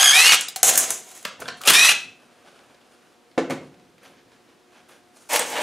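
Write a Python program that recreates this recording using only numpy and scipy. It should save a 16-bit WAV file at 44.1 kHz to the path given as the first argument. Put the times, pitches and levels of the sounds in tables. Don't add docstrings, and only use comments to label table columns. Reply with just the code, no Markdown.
import sys
import numpy as np
from scipy import signal
from scipy.fft import rfft, irfft, next_fast_len
from scipy.io import wavfile
from scipy.ndimage import uniform_filter1d, map_coordinates

SR = 44100
rng = np.random.default_rng(int(sys.argv[2]) if len(sys.argv) > 2 else 0)


def volts(x):
    e = np.asarray(x, float) / 20
    return 10 ** e


def digitize_waveform(pressure):
    field = np.atleast_2d(pressure).T
    bounded = np.clip(field, -1, 1)
    quanta = np.round(bounded * 32767).astype(np.int16)
    wavfile.write(sys.argv[1], SR, quanta)


N = 248018
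T = np.arange(N) / SR

# time in seconds, commutation in Hz, shaking in dB, coil current in dB.
PULL_1 = [(0, 1600, -14, -23.5), (.055, 1671, -12.5, -23), (.07, 1618, -17, -21),
          (.115, 1623, -15.5, -22.5), (.15, 1828, -12, -20), (.295, 2247, -11, -25),
          (.315, 2192, -12, -21.5), (.339, 1277, -9.5, -27), (.358, 900.6, -15.5, -45.5)]
PULL_2 = [(1.655, 1206, -25, -41.5), (1.673, 1332, -22, -31), (1.68, 1363, -6.5, -22.5),
          (1.697, 1694, -8, -27), (1.708, 1400, -14.5, -37.5), (1.742, 1767, -12.5, -22),
          (1.8, 1919, -12.5, -22), (1.878, 2023, -11, -23), (1.925, 1974, -13.5, -50)]
# multiple of commutation, level over the current in dB, extra under load in dB.
LOW_ORDERS = [(1, -2.5, -0.5), (2, 0, 4.5), (3, 1.5, 1)]
# multiple of commutation, level in dB.
UPPER_ORDERS = [(4, 4.5), (5, -6), (6, -3), (7, -9)]
# frequency in Hz, density in dB per Hz.
WHIRR = [(35, -77.5), (60, -44), (882, -16.5), (1310, -8.5), (1620, -12), (1950, -10), (2250, -13),
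         (2470, -5.5), (2970, -7), (3940, -10.5), (10800, -13.5), (13300, -24), (16000, -38.5)]
# frequency in Hz, width in Hz, level in dB.
COVER = [(750, 22, -5.5), (1350, 440, -13), (2520, 15, 1), (2760, 310, -5.5)]
# time in seconds, level in dB.
HUM = [(0, -19), (.04, -37.5), (.13, -45), (.17, -27.5), (.21, -36.5), (.24, -44.5)]
# start in seconds, level in dB, rise in seconds, fall in seconds.
RUNDOWN = [
    (.36, -38.5, .005, 0.073),
    (1.93, -33, .005, 0.093),
]
# frequency in Hz, density in dB per Hz.
FAN = [(60, -30), (150, -3.5), (1000, -1.5), (4000, -3.5), (10000, -4.5), (13000, -14.5), (16000, -32)]
# time in seconds, level in dB, weight on socket and plate in dB.
JOLTS = [(0.0304, -1, -6), (0.0584, -1.5, -5), (0.1134, -4, -9.5), (0.2464, -6.5, -1), (0.2932, -1, -4),
         (0.3204, -4.5, -3), (0.3441, -4, -5.5), (0.6894, 1, -14), (0.8394, -11.5, -10.5), (1.6835, -5, -1),
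         (1.699, -7.5, -2), (1.7534, -3, -5), (1.8914, -3, -1), (1.9164, -8.5, -0.5), (5.3298, -15, -6)]

# frequency in Hz, width in Hz, level in dB.
BOLT = [(4848, 580, -17.5), (5620, 1000, -8), (6520, 660, 2), (7280, 1100, 0.5), (8200, 740, -0.5),
        (9840, 1600, -4), (13000, 5600, -14)]
SOCKET = [(1400, 700, -5), (2140, 600, -2.5), (3140, 1200, -3), (4800, 3900, -9)]
PLATE = [(136, 34, -8), (254, 92, -5), (520, 180, -1.5), (746, 53, 4.5), (985, 130, -2)]
# time in seconds, bright peak in dB, weight on socket and plate in dB.
FREED = [
    (0.4091, -8, -1),
    (0.3924, -24, 14),
]
LOOSE = [
    (0.4843, -23.5, 5.5),
    (0.5604, -19, 12.5),
]
BOUNCES = [(0.63, 6.5, 3), (0.7555, -4, 4), (0.7755, 4.5, 0), (0.9048, -3.5, 2), (5.3592, -17.5, 12.5),
           (5.3926, -15.5, 18)]
# time in
# seconds, peak in dB, weight on socket and plate in dB.
SEATING = [(1.2514, -23, 4), (1.2794, -38.5, -2), (1.4039, -32.5, -16), (1.4198, -45.5, 5),
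           (1.4314, -44, 0.5), (1.4563, -40, -0.5), (1.4803, -32, 7.5), (1.4856, -31.5, 8.5),
           (1.6064, -39, -8), (1.6141, -26.5, -5.5), (1.6357, -30, -0.5), (1.6746, -6, -3.5),
           (1.7045, -7, -2.5), (3.5061, -24.5, -1.5)]
# time in seconds, level in dB.
FAINT = [(2.5904, -54), (2.7447, -53.5), (2.8124, -58.5), (3.314, -56.5), (3.7418, -57), (3.7964, -56.5),
         (3.8494, -68), (3.9814, -61), (4.3176, -55.5)]
TICKS = [(1.0889, -29), (1.1024, -32.5), (1.1144, -26.5), (1.1518, -29), (1.163, -32), (1.1757, -26),
         (1.19, -33), (1.2276, -27), (1.5708, -40), (3.4974, -29.5)]
# start in seconds, level in dB, hold in seconds, bench in dB.
ROLL = [(0.638, -13, 0.092, -8), (0.702, -19, 0.0033, -3.5), (0.767, -22.5, 0.031, -7),
        (0.783, -18, 0.012, -8), (0.908, -28, 0.0069, -11.5), (1.068, -48.5, 0.086, -1.5),
        (1.147, -41.5, 0.01, -5.5)]

SNAP_S = [.321, .345, .484, .5605, .698, .738, .776, 1.2514, 1.278, 1.4015, 1.616, 1.636, 1.657, 1.6748,
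          1.699, 1.7045, 1.7105, 1.7355, 2.011, 3.503, 3.981, 4.03, 4.885, 5.332, 5.359, 5.36, 5.393, 5.499]
# level in dB, ring in Hz, width in Hz, decay t60 in seconds.
SNAPS = [(-10.5, 6000, 900, 0.044), (-12.5, 6000, 5600, .04), (-25, 9500, 7000, .05),
         (-20.5, 6800, 8000, 0.058), (-11, 8000, 5000, .03), (-17, 7500, 4000, .03),
         (-7.5, 12000, 5000, 0.065), (-22, 3000, 4500, .03), (-43.5, 13000, 5000, .03),
         (-36, 11000, 9000, .06), (-30.5, 8000, 9000, .03), (-33, 8500, 7000, .04), (-28, 9500, 3500, .12),
         (-6, 6800, 9000, .02), (-6.5, 9500, 9000, .02), (-4, 9500, 2300, 0.023), (-14, 8700, 1500, .02),
         (-12, 9000, 6000, .03), (-46, 11000, 8000, .02), (-41, 7300, 3000, .2), (-51, 2000, 1100, .05),
         (-58, 10500, 2500, 0.398), (-57, 9800, 2500, .4), (-17.5, 9000, 6000, .05), (-14, 9100, 6000, .04),
         (-15, 2700, 3100, 0.067), (-13.5, 8300, 1400, 0.041), (-31, 11500, 1500, .03)]
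CHIME_S = [1.89, 1.9, 1.885, 1.888, .345, 5.393, .36, 1.698, 1.9, 1.9, 1.252]
PING_S = [.4845, .4845, .561, .561, .561, .631, .69, .691, .905, 1.885, 1.885, 1.885, 1.93, .32, .324, .333,
          .333, 1.679, 1.679, 1.69, 1.752, 5.328, 5.336, 5.33, 5.394, 5.408, 5.588, 5.585]
# frequency in Hz, level in dB, decay t60 in seconds.
CHIMES = [(2580, -22.5, 0.28), (2530, -28.5, .3), (2820, -12, .12), (2405, -12.5, 0.17), (3200, -30, .13),
          (8250, -22, .11), (766, -39, .17), (170, -23.5, .08), (2800, -30, .2), (1700, -29.5, .19),
          (220, -42, .09)]
# frequency in Hz, level in dB, decay t60 in seconds.
PINGS = [(3500, -36, 0.11), (7150, -29.5, .03), (760, -35.5, .18), (4290, -29.5, 0.044),
         (6100, -26, 0.0299), (748.2, -21.5, 0.122), (6500, -15.5, .03), (7400, -14.5, .03),
         (6720, -21.5, 0.033), (3962, -33, .36), (2040, -36.5, .33), (5879, -37, .28), (2600, -29, .45),
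         (5850, -16, .05), (3700, -15.5, .04), (2500, -14, .05), (1320, -12, 0.065), (2750, -13, .06),
         (4030, -14.5, .06), (3300, -14.5, .04), (3600, -15, .05), (926, -25.5, .14), (2000, -24, 0.054),
         (520, -29, 0.13), (900, -24.5, .1), (520, -24.5, 0.11), (600, -26, 0.13), (950, -28, .12)]
# time in seconds, frequency in Hz, level in dB, decay t60 in seconds.
CLINKS = [(0.484, 3900, -23.5, .03), (.485, 5020, -25.5, .04), (1.253, 1350, -27.5, .04),
          (1.249, 3400, -27.5, .05), (1.395, 706, -40, .06), (1.42, 1433, -28.5, 0.078),
          (1.422, 520, -31, .09), (1.422, 2300, -37, .04), (1.456, 3413, -37.5, .04),
          (1.457, 1480, -37.5, .1), (1.484, 5500, -30, .05), (1.483, 2420, -31, .05),
          (1.488, 1400, -30, .06), (1.61, 1290, -32.5, 0.087), (1.637, 2840, -31, .05),
          (1.642, 1280, -35, .1)]
THUD_S = (3.377, 3.5)
# frequency in Hz, level in dB, decay t60 in seconds.
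LANDING = [(175.6, -29, 0.39), (263, -21, 0.34), (330, -17.5, 0.28), (482, -16.5, 0.2), (531, -26, 0.22),
           (620, -27.5, 0.21), (737, -20.5, 0.12)]
ROCKING = [(150.4, -28, 0.55), (263, -24, 0.32), (395, -31, 0.23), (520, -26, 0.15), (730, -29, 0.2)]

# time in seconds, peak in dB, plastic crack in dB.
KNOCKS = [(3.3763, -19.5, -28), (3.379, -8.5, -6), (3.383, -10.5, -26.5), (3.499, -25, -0.5),
          (3.506, -17, -4), (3.519, -13.5, -17.5)]
# frequency in Hz, width in Hz, level in dB.
BENCH = [(144, 68, -15.5), (270.2, 46, 0.5), (349, 65, -1.5), (480, 52, -2), (540, 62, -4.5),
         (720, 83, -4.5), (1052, 336, -23)]
# frequency in Hz, density in dB per Hz.
CASE = [(50, -71), (140, -17), (500, -12.5), (900, -2.5), (1500, -6), (2200, -7.5), (3500, -17.5),
        (7000, -22.5), (11000, -36), (15000, -66.5)]

# time in seconds, push in dB, weight on the bench in dB.
DRAG = [(5.29, -42, -4.5), (5.297, -30, 1.5), (5.338, -21, 2), (5.395, -30.5, 5.5), (5.42, -33.5, 11),
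        (5.45, -39, 4), (5.52, -34, 4.5), (5.6, -34, 10.5), (5.624, -33, 8.5)]
# frequency in Hz, width in Hz, level in dB.
PART = [(5660, 1900, -0.5), (8250, 2000, 2), (11400, 4500, -6.5)]
SLAB = [(500, 100, -0.5), (620, 150, -0.5), (875, 180, 0), (1650, 400, -5.5), (2300, 840, -5),
        (3400, 1500, -9.5), (4500, 960, -13)]

# peak in seconds, level in dB, rise in seconds, fall in seconds, hiss in dB.
RUSTLE = [(1.404, -55, 0.0035, 0.043, 8.5), (1.575, -63.5, 0.0058, .12, 10), (1.42, -42, 0.041, .055, -10),
          (1.475, -44, 0.036, .03, -7), (1.63, -46, 0.06, .05, -9), (1.664, -30, 0.018, .02, -6.5),
          (2.2, -59, 0.16, 0.35, -9), (2.499, -55, 0.31, 0.182, -9.5), (2.6, -59.5, .2, 0.65, -10.5),
          (2.9, -64.5, 0.14, 0.51, -4), (3.62, -57.5, 0.097, .15, -9), (4.035, -50, .03, 0.12, -11),
          (4.325, -63.5, .02, 0.13, -6.5), (4.488, -61, 0.047, .2, -15), (4.75, -54, .05, 0.124, -11),
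          (4.89, -53, 0.014, 0.1504, -6), (5.17, -59, 0.06, .45, 2.5)]
# peak in seconds, level in dB, rise in seconds, fall in seconds.
STEPS = [(1.42, -40, .1, 0.19), (2.05, -49.5, .1, 0.19), (2.5, -56, 0.31, .1), (2.6, -60, 0.096, 0.45),
         (3.62, -50, 0.086, 0.084), (3.75, -54.5, 0.35, 1.56), (4.49, -82, .1, 0.28),
         (4.799, -73, .1, 0.078), (4.9, -70.5, 0.087, 0.17), (5.27, -67.5, .4, 0.12)]
CREASES = [(4.055, -54, .06, .13), (4.19, -61, .05, .06), (4.33, -62, .02, .07), (4.77, -58, .07, .1),
           (4.92, -54, .06, .1), (4.5, -62, .04, .07), (2.48, -63, .1, .14)]
# frequency in Hz, density in dB per Hz.
CLOTH = [(240, -37), (400, -5), (581, 2.5), (904, -4), (1540, -2), (2040, -12), (2590, -6), (6000, -20.5),
         (7800, -49.5), (13200, -120)]
HISS = [(2350, -34.5), (4000, -7), (6940, -0.5), (7530, -3.5), (8160, -5), (9170, 0.5), (16000, -23.5)]
SHUFFLE = [(29, -51.5), (50, -18), (167, -6), (367, -7.5), (408, -16.5), (500, -6), (650, -39.5),
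           (1100, -120)]
# frequency in Hz, width in Hz, level in dB.
SEAM = [(1600, 290, 3), (2300, 500, -0.5), (3200, 700, -2), (6200, 1200, -9.5)]

# frequency in Hz, decay t60 in seconds.
SHOP = [(200, 0.63), (1000, 0.35), (3000, 0.39), (8000, 0.3), (14000, 0.025)]
# frequency in Hz, level in dB.
SPREAD = [(30, -16.5), (150, -28.5), (700, -33.5), (1200, -40), (2200, -20.5), (3200, -17.5), (5200, -21),
          (8000, -18.5), (14000, -14.5)]
# frequency in Hz, density in dB per Hz.
AIR = [(12, -58.5), (30, -30), (210, -13.5), (234, -5.5), (270, -10), (367, -9), (446, -11.5), (642, -15),
       (949, -16.5), (1030, -16.5), (2260, -21), (4810, -25.5), (10500, -33), (16000, -44.5)]
AIR_SIDE = [(12, -46.5), (30, -23), (270, -3), (468, -6.5), (522, -12.5), (632, -8), (12500, -34.5),
            (14000, -51.5)]
AIR_DB = -59
# frequency in Hz, level in dB.
LAMPS = [(242.2, -73), (360.7, -67), (479.1, -69), (721.4, -66.5)]


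def driver(pull, free_s, blow_s, upper_load_db, third_free_db, third_load_db, blur_free):
    ease_s, slots, blur_loaded = 0.0058, 12, .95
    gate, hz, whirr_db, current_db = curves([pull], edge_s=0.005)
    load = .5 - .5 * np.tanh((T - free_s) / ease_s)
    phase = 2 * np.pi * np.cumsum(hz * (1 + .003 * wobble(150))) / SR
    turn = np.cos(phase / slots)
    blur = blur_free + load * (blur_loaded - blur_free)

    def order(k, db):
        level = volts(db + 3.0 + 2.5 * wobble(190))
        scatter = blur * (0.44 + 0.38 * k) * wobble(250)
        return level * np.sin(k * phase + scatter)

    coil = np.zeros(N)
    for k, db, more_db in LOW_ORDERS:
        order_db = current_db + db + load * more_db
        if k == 3:
            order_db = order_db + (1 - load) * third_free_db + load * third_load_db
        coil += order(k, order_db)
    for k, db in UPPER_ORDERS:
        coil += order(k, current_db - 14.5 + load * upper_load_db + db)

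    mesh_hz, mesh_load_db, mesh_db_per_octave = 1840, -12, 25.5
    slow_db = mesh_db_per_octave * np.minimum(np.log2(hz / mesh_hz), 0)
    gear_db = whirr_db - 2.0 + load * mesh_load_db + slow_db
    gear_level = volts(gear_db + 1.9 * wobble(90)) * (1 + 0.15 * turn)
    gear = gear_level * np.sin(1.295 * phase + .13 * wobble(200))

    whirr = noise(WHIRR) * volts(2.0 * wobble(70) + 1.3 * wobble(400) + 1.7 * turn)
    whirr = unit(whirr + .6 * rings(whirr, COVER))

    blows_per_s, blow_db = 60.5, 2.5
    hammer = volts(blow_db * load * np.cos(2 * np.pi * blows_per_s * (T - blow_s)))
    return gate * hammer * (coil * (1 + 0.23 * turn) + gear + volts(whirr_db - 5.0) * whirr)


def housing():
    gate, db = curves([HUM])
    resonance = [(753, 35, 0)]  # Hz, width Hz, dB
    return gate * volts(db) * unit(rings(rng.standard_normal(N), resonance))


def rundown():
    return sum(swell(*row, linger=0.81) for row in RUNDOWN) * noise(FAN)


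def motor():
    first = driver(PULL_1, free_s=.121, blow_s=0.012, upper_load_db=13.5,
                   third_free_db=-6, third_load_db=-4.5, blur_free=.75)
    hum = housing()
    second = driver(PULL_2, free_s=1.755, blow_s=2, upper_load_db=4.5,
                    third_free_db=-3, third_load_db=-7, blur_free=1.25)
    return first + hum + second + rundown() + taps((JOLTS, (-5.5, -1.5, -22.5)))


def taps(*kinds):
    cracks, t = np.zeros((3, N + SR)), np.arange(SR // 20) / SR
    t60_s = np.array([[.022], [.028], [.035]])
    for events, (bolt_db, socket_db, plate_db) in kinds:
        for s, db, *weight_db in events:
            burst = rng.standard_normal((3, len(t))) * volts(-60 * t / t60_s)
            heavy_db = sum(weight_db)
            share_db = np.array([[bolt_db], [socket_db + heavy_db], [plate_db + heavy_db]])
            cracks[:, round(s * SR):][:, :len(t)] += volts(db + share_db) * burst
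    bolt = rings(cracks[0, :N], BOLT)
    socket = filtered(rings(cracks[1, :N], SOCKET), lambda hz: 1 / (1 + 1j * hz / 7000) ** 2)
    plate = above(rings(cracks[2, :N], PLATE), edge_hz=68)
    return volts(1.0) * bolt + volts(12) * socket + volts(14.5) * plate


def contacts():
    return taps((FREED + LOOSE + BOUNCES, (0.5, -19, -27.5)), (SEATING, (-2, 1.05, -6.5)),
                (FAINT, (-5, 6.5, 0.5)), (TICKS, (-3, -19, -30)))


def roll():
    fade_db_per_s, bench_lag_db_per_s = 166, 70
    bounces = np.transpose(ROLL)
    latest = np.maximum(np.searchsorted(bounces[0], T) - 1, 0)
    s, db, hold_s, bench_db = bounces[:, latest]
    fading_s = np.maximum(T - s - hold_s, 0)
    bolt_db = db - fade_db_per_s * fading_s
    bench_db = bench_db + bench_lag_db_per_s * fading_s
    return (T > s) * scrape(bolt_db, bench_db, BOLT, PLATE + SOCKET, rate=13000, spiky_db=2.5)


def snaps():
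    out, t = np.zeros(N + SR), np.arange(SR // 8) / SR
    f = np.fft.rfftfreq(len(t), 1 / SR)
    for s, (db, hz, width_hz, t60_s) in zip(SNAP_S, SNAPS):
        response = f * width_hz / np.abs(hz * hz - f * f + 1j * f * width_hz)
        steel = irfft(rfft(rng.standard_normal(len(t))) * response, len(t))
        out[round(s * SR):][:len(t)] += volts(db - 3.5 - 60 * t / t60_s) * unit(steel)
    return out[:N]


def chimes():
    chimed = [(s, *mode) for s, mode in zip(CHIME_S, CHIMES)]
    pinged = [(s, *mode) for s, mode in zip(PING_S, PINGS)]
    thuds = [(s, *mode) for s, modes in zip(THUD_S, (LANDING, ROCKING)) for mode in modes]
    struck = [(chimed, .7, 70), (CLINKS, 1.4, 300), (pinged, 1.0, 160), (thuds, 1.1, 70)]
    out = np.zeros(N)
    for modes, blur_rad, changes_per_s in struck:
        for s, hz, db, t60_s in modes:
            since_s = np.maximum(T - s, 0)
            level = volts(db - 60 * since_s / t60_s + 1.8 * wobble(50))
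            tone = np.sin(2 * np.pi * hz * since_s + blur_rad * wobble(changes_per_s))
            out += level * tone * (T > s)
    return out


def knocks():
    blows, t = np.zeros((2, N + SR)), np.arange(SR // 4) / SR
    t60_s = np.array([[.045], [.11]])
    for s, db, crack_db in KNOCKS:
        burst = rng.standard_normal((2, len(t))) * volts(-60 * t / t60_s)
        burst[0] += 1.74 * np.exp(-t / 0.00019)
        blows[:, round(s * SR):][:, :len(t)] += volts(db + np.array([[0], [crack_db]])) * burst
    crack = filtered(blows[1, :N], lambda hz: volts(along(CASE, hz)))
    thud = above(rings(blows[0, :N], BENCH), edge_hz=170)
    thud = filtered(thud, lambda hz: 1 / (1 + 1j * hz / 1500) / (1 + 1j * hz / 6000))
    return volts(10.5) * thud + volts(8.0) * crack


def scrape(db, bench_db, steel, base, rate, spiky_db):
    part = unit(rings(grit(rate, spiky_db), steel))
    bench = unit(above(rings(grit(rate, spiky_db), base), edge_hz=160))
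    return volts(db - 3.5 + 1.8 * wobble(60)) * (part + volts(bench_db + 2.2 * wobble(28)) * bench)


def drag():
    gate, db, weight_db = curves([DRAG])
    rumble_db = db - 5 + 57.0 * (T - DRAG[-1][0])
    rumble = volts(rumble_db) * unit(rings(rng.standard_normal(N), BENCH))
    return gate * (scrape(db, weight_db, PART, SLAB, rate=9800, spiky_db=2.5) + rumble)


def rustle():
    body = sum(swell(*row[:4]) for row in RUSTLE)
    hiss = sum(swell(*row[:4]) * volts(row[4]) for row in RUSTLE)
    feet = sum(swell(*row) for row in STEPS)
    flutter = volts(2.2 * wobble(44) + 1.5 * wobble(300))
    cloth = volts(-1.0) * body * noise(CLOTH) + volts(-2.5) * hiss * noise(HISS)
    shoes = volts(-6.5) * feet * noise(SHUFFLE)
    return flutter * (cloth + shoes)


def creases():
    folding = sum(swell(*row) for row in CREASES) * volts(1.6 * wobble(35))
    return folding * unit(rings(grit(7000, spiky_db=2.0), SEAM))


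def shop(x):
    hz, t, z = signal.stft(rng.standard_normal(SR * 2 // 3), SR, nperseg=256)
    decay = volts(-60 * t / along(SHOP, hz)[:, None])
    tail = signal.istft(z * decay, SR, nperseg=256)[1]
    return signal.fftconvolve(np.pad(x, (260, 0)), tail / np.linalg.norm(tail))[:N]


def shifting(x, count=3):
    slot = (T // .043).astype(int) % count
    return sum(shop(x * uniform_filter1d(1. * (slot == k), size=90)) for k in range(count))


def floor():
    hum = sum(volts(db + 2.5 * wobble(12.0)) * np.sin(2 * np.pi * hz * T + 1.7 * wobble(7.5))
              for hz, db in LAMPS)
    return volts(AIR_DB + 0.49 * wobble(8.8)) * noise(AIR) + hum


def unit(x):
    return x / np.sqrt(np.mean(x ** 2) + 1e-20)


def along(points, hz):
    f, v = np.transpose(points)
    return np.interp(np.log(hz + 1), np.log(f + 1), v)


def curves(parts, edge_s=0.0022):
    s, *cols = np.transpose(np.vstack(parts))
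    gate = np.clip(np.minimum(T - s[0] + edge_s, s[-1] + edge_s - T) / edge_s, 0, 1)
    return [gate] + [np.interp(T, s, c) for c in cols]


def wobble(rate):
    return map_coordinates(rng.standard_normal(int(N * rate / SR) + 4), [T * rate])


def swell(s, db, rise_s, fall_s, linger=1.2):
    before = (s - T) / rise_s
    after = (np.maximum(T - s, 0) / fall_s) ** linger
    return volts(db - 20 * np.maximum(before, after))


def filtered(x, response):
    m = next_fast_len(N + SR // 2)
    return irfft(rfft(x, m) * response(np.fft.rfftfreq(m, 1 / SR)), m)[..., :N]


def above(x, edge_hz):
    return filtered(x, lambda hz: (1j * hz / (edge_hz + 1j * hz)) ** 2)


def rings(x, peaks):
    def response(f):
        return sum((-1) ** k * volts(db) * 1j * f * width / (hz * hz - f * f + 1j * f * width)
                   for k, (hz, width, db) in enumerate(peaks))
    return filtered(x, response)


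def noise(spectrum):
    return unit(filtered(rng.standard_normal(N), lambda hz: volts(along(spectrum, hz))))


def grit(rate, spiky_db):
    hits = rng.random(N) < rate / SR
    size = volts(spiky_db * np.minimum(rng.exponential(size=N), 4.5))
    return hits * size * rng.standard_normal(N)


def scene():
    steel = contacts()
    tool = motor()
    # sound, room answer, room dB, off-centre dB
    sources = [(tool, shop, -10, -16),
               (steel, shifting, -5, 3),
               (knocks(), shifting, -7, 4),
               (above(chimes(), edge_hz=150), shifting, -14, -6),
               (roll(), shop, -6, 4),
               (drag(), shop, -6, 5),
               (rustle() + creases(), shop, -12, 3),
               (snaps(), shifting, -8, 0)]
    mid = sum(x + volts(wet_db) * room(x) for x, room, wet_db, _ in sources)
    mid = above(mid, edge_hz=28) + floor()
    off = sum(volts(side_db) * x for x, _, _, side_db in sources)
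    scattered = .8 * np.roll(off, 9) + 0.61 * shop(off) + 0.53 * shop(tool)
    side = filtered(scattered, lambda hz: volts(along(SPREAD, hz)))
    side += volts(AIR_DB - 8) * noise(AIR_SIDE)
    return np.array([mid + side, mid - side])


def band_limit(x):
    return signal.sosfilt(signal.butter(12, 15900, fs=SR, output="sos"), x)


def record(dry):
    clipped = dry / (1 + np.abs(dry / .97) ** 6) ** (1 / 6)
    limited = filtered(clipped, lambda hz: 1 / (1 + (hz / 15750) ** 150))
    return band_limit(limited)


dry = scene()
out = record(dry)
digitize_waveform(out)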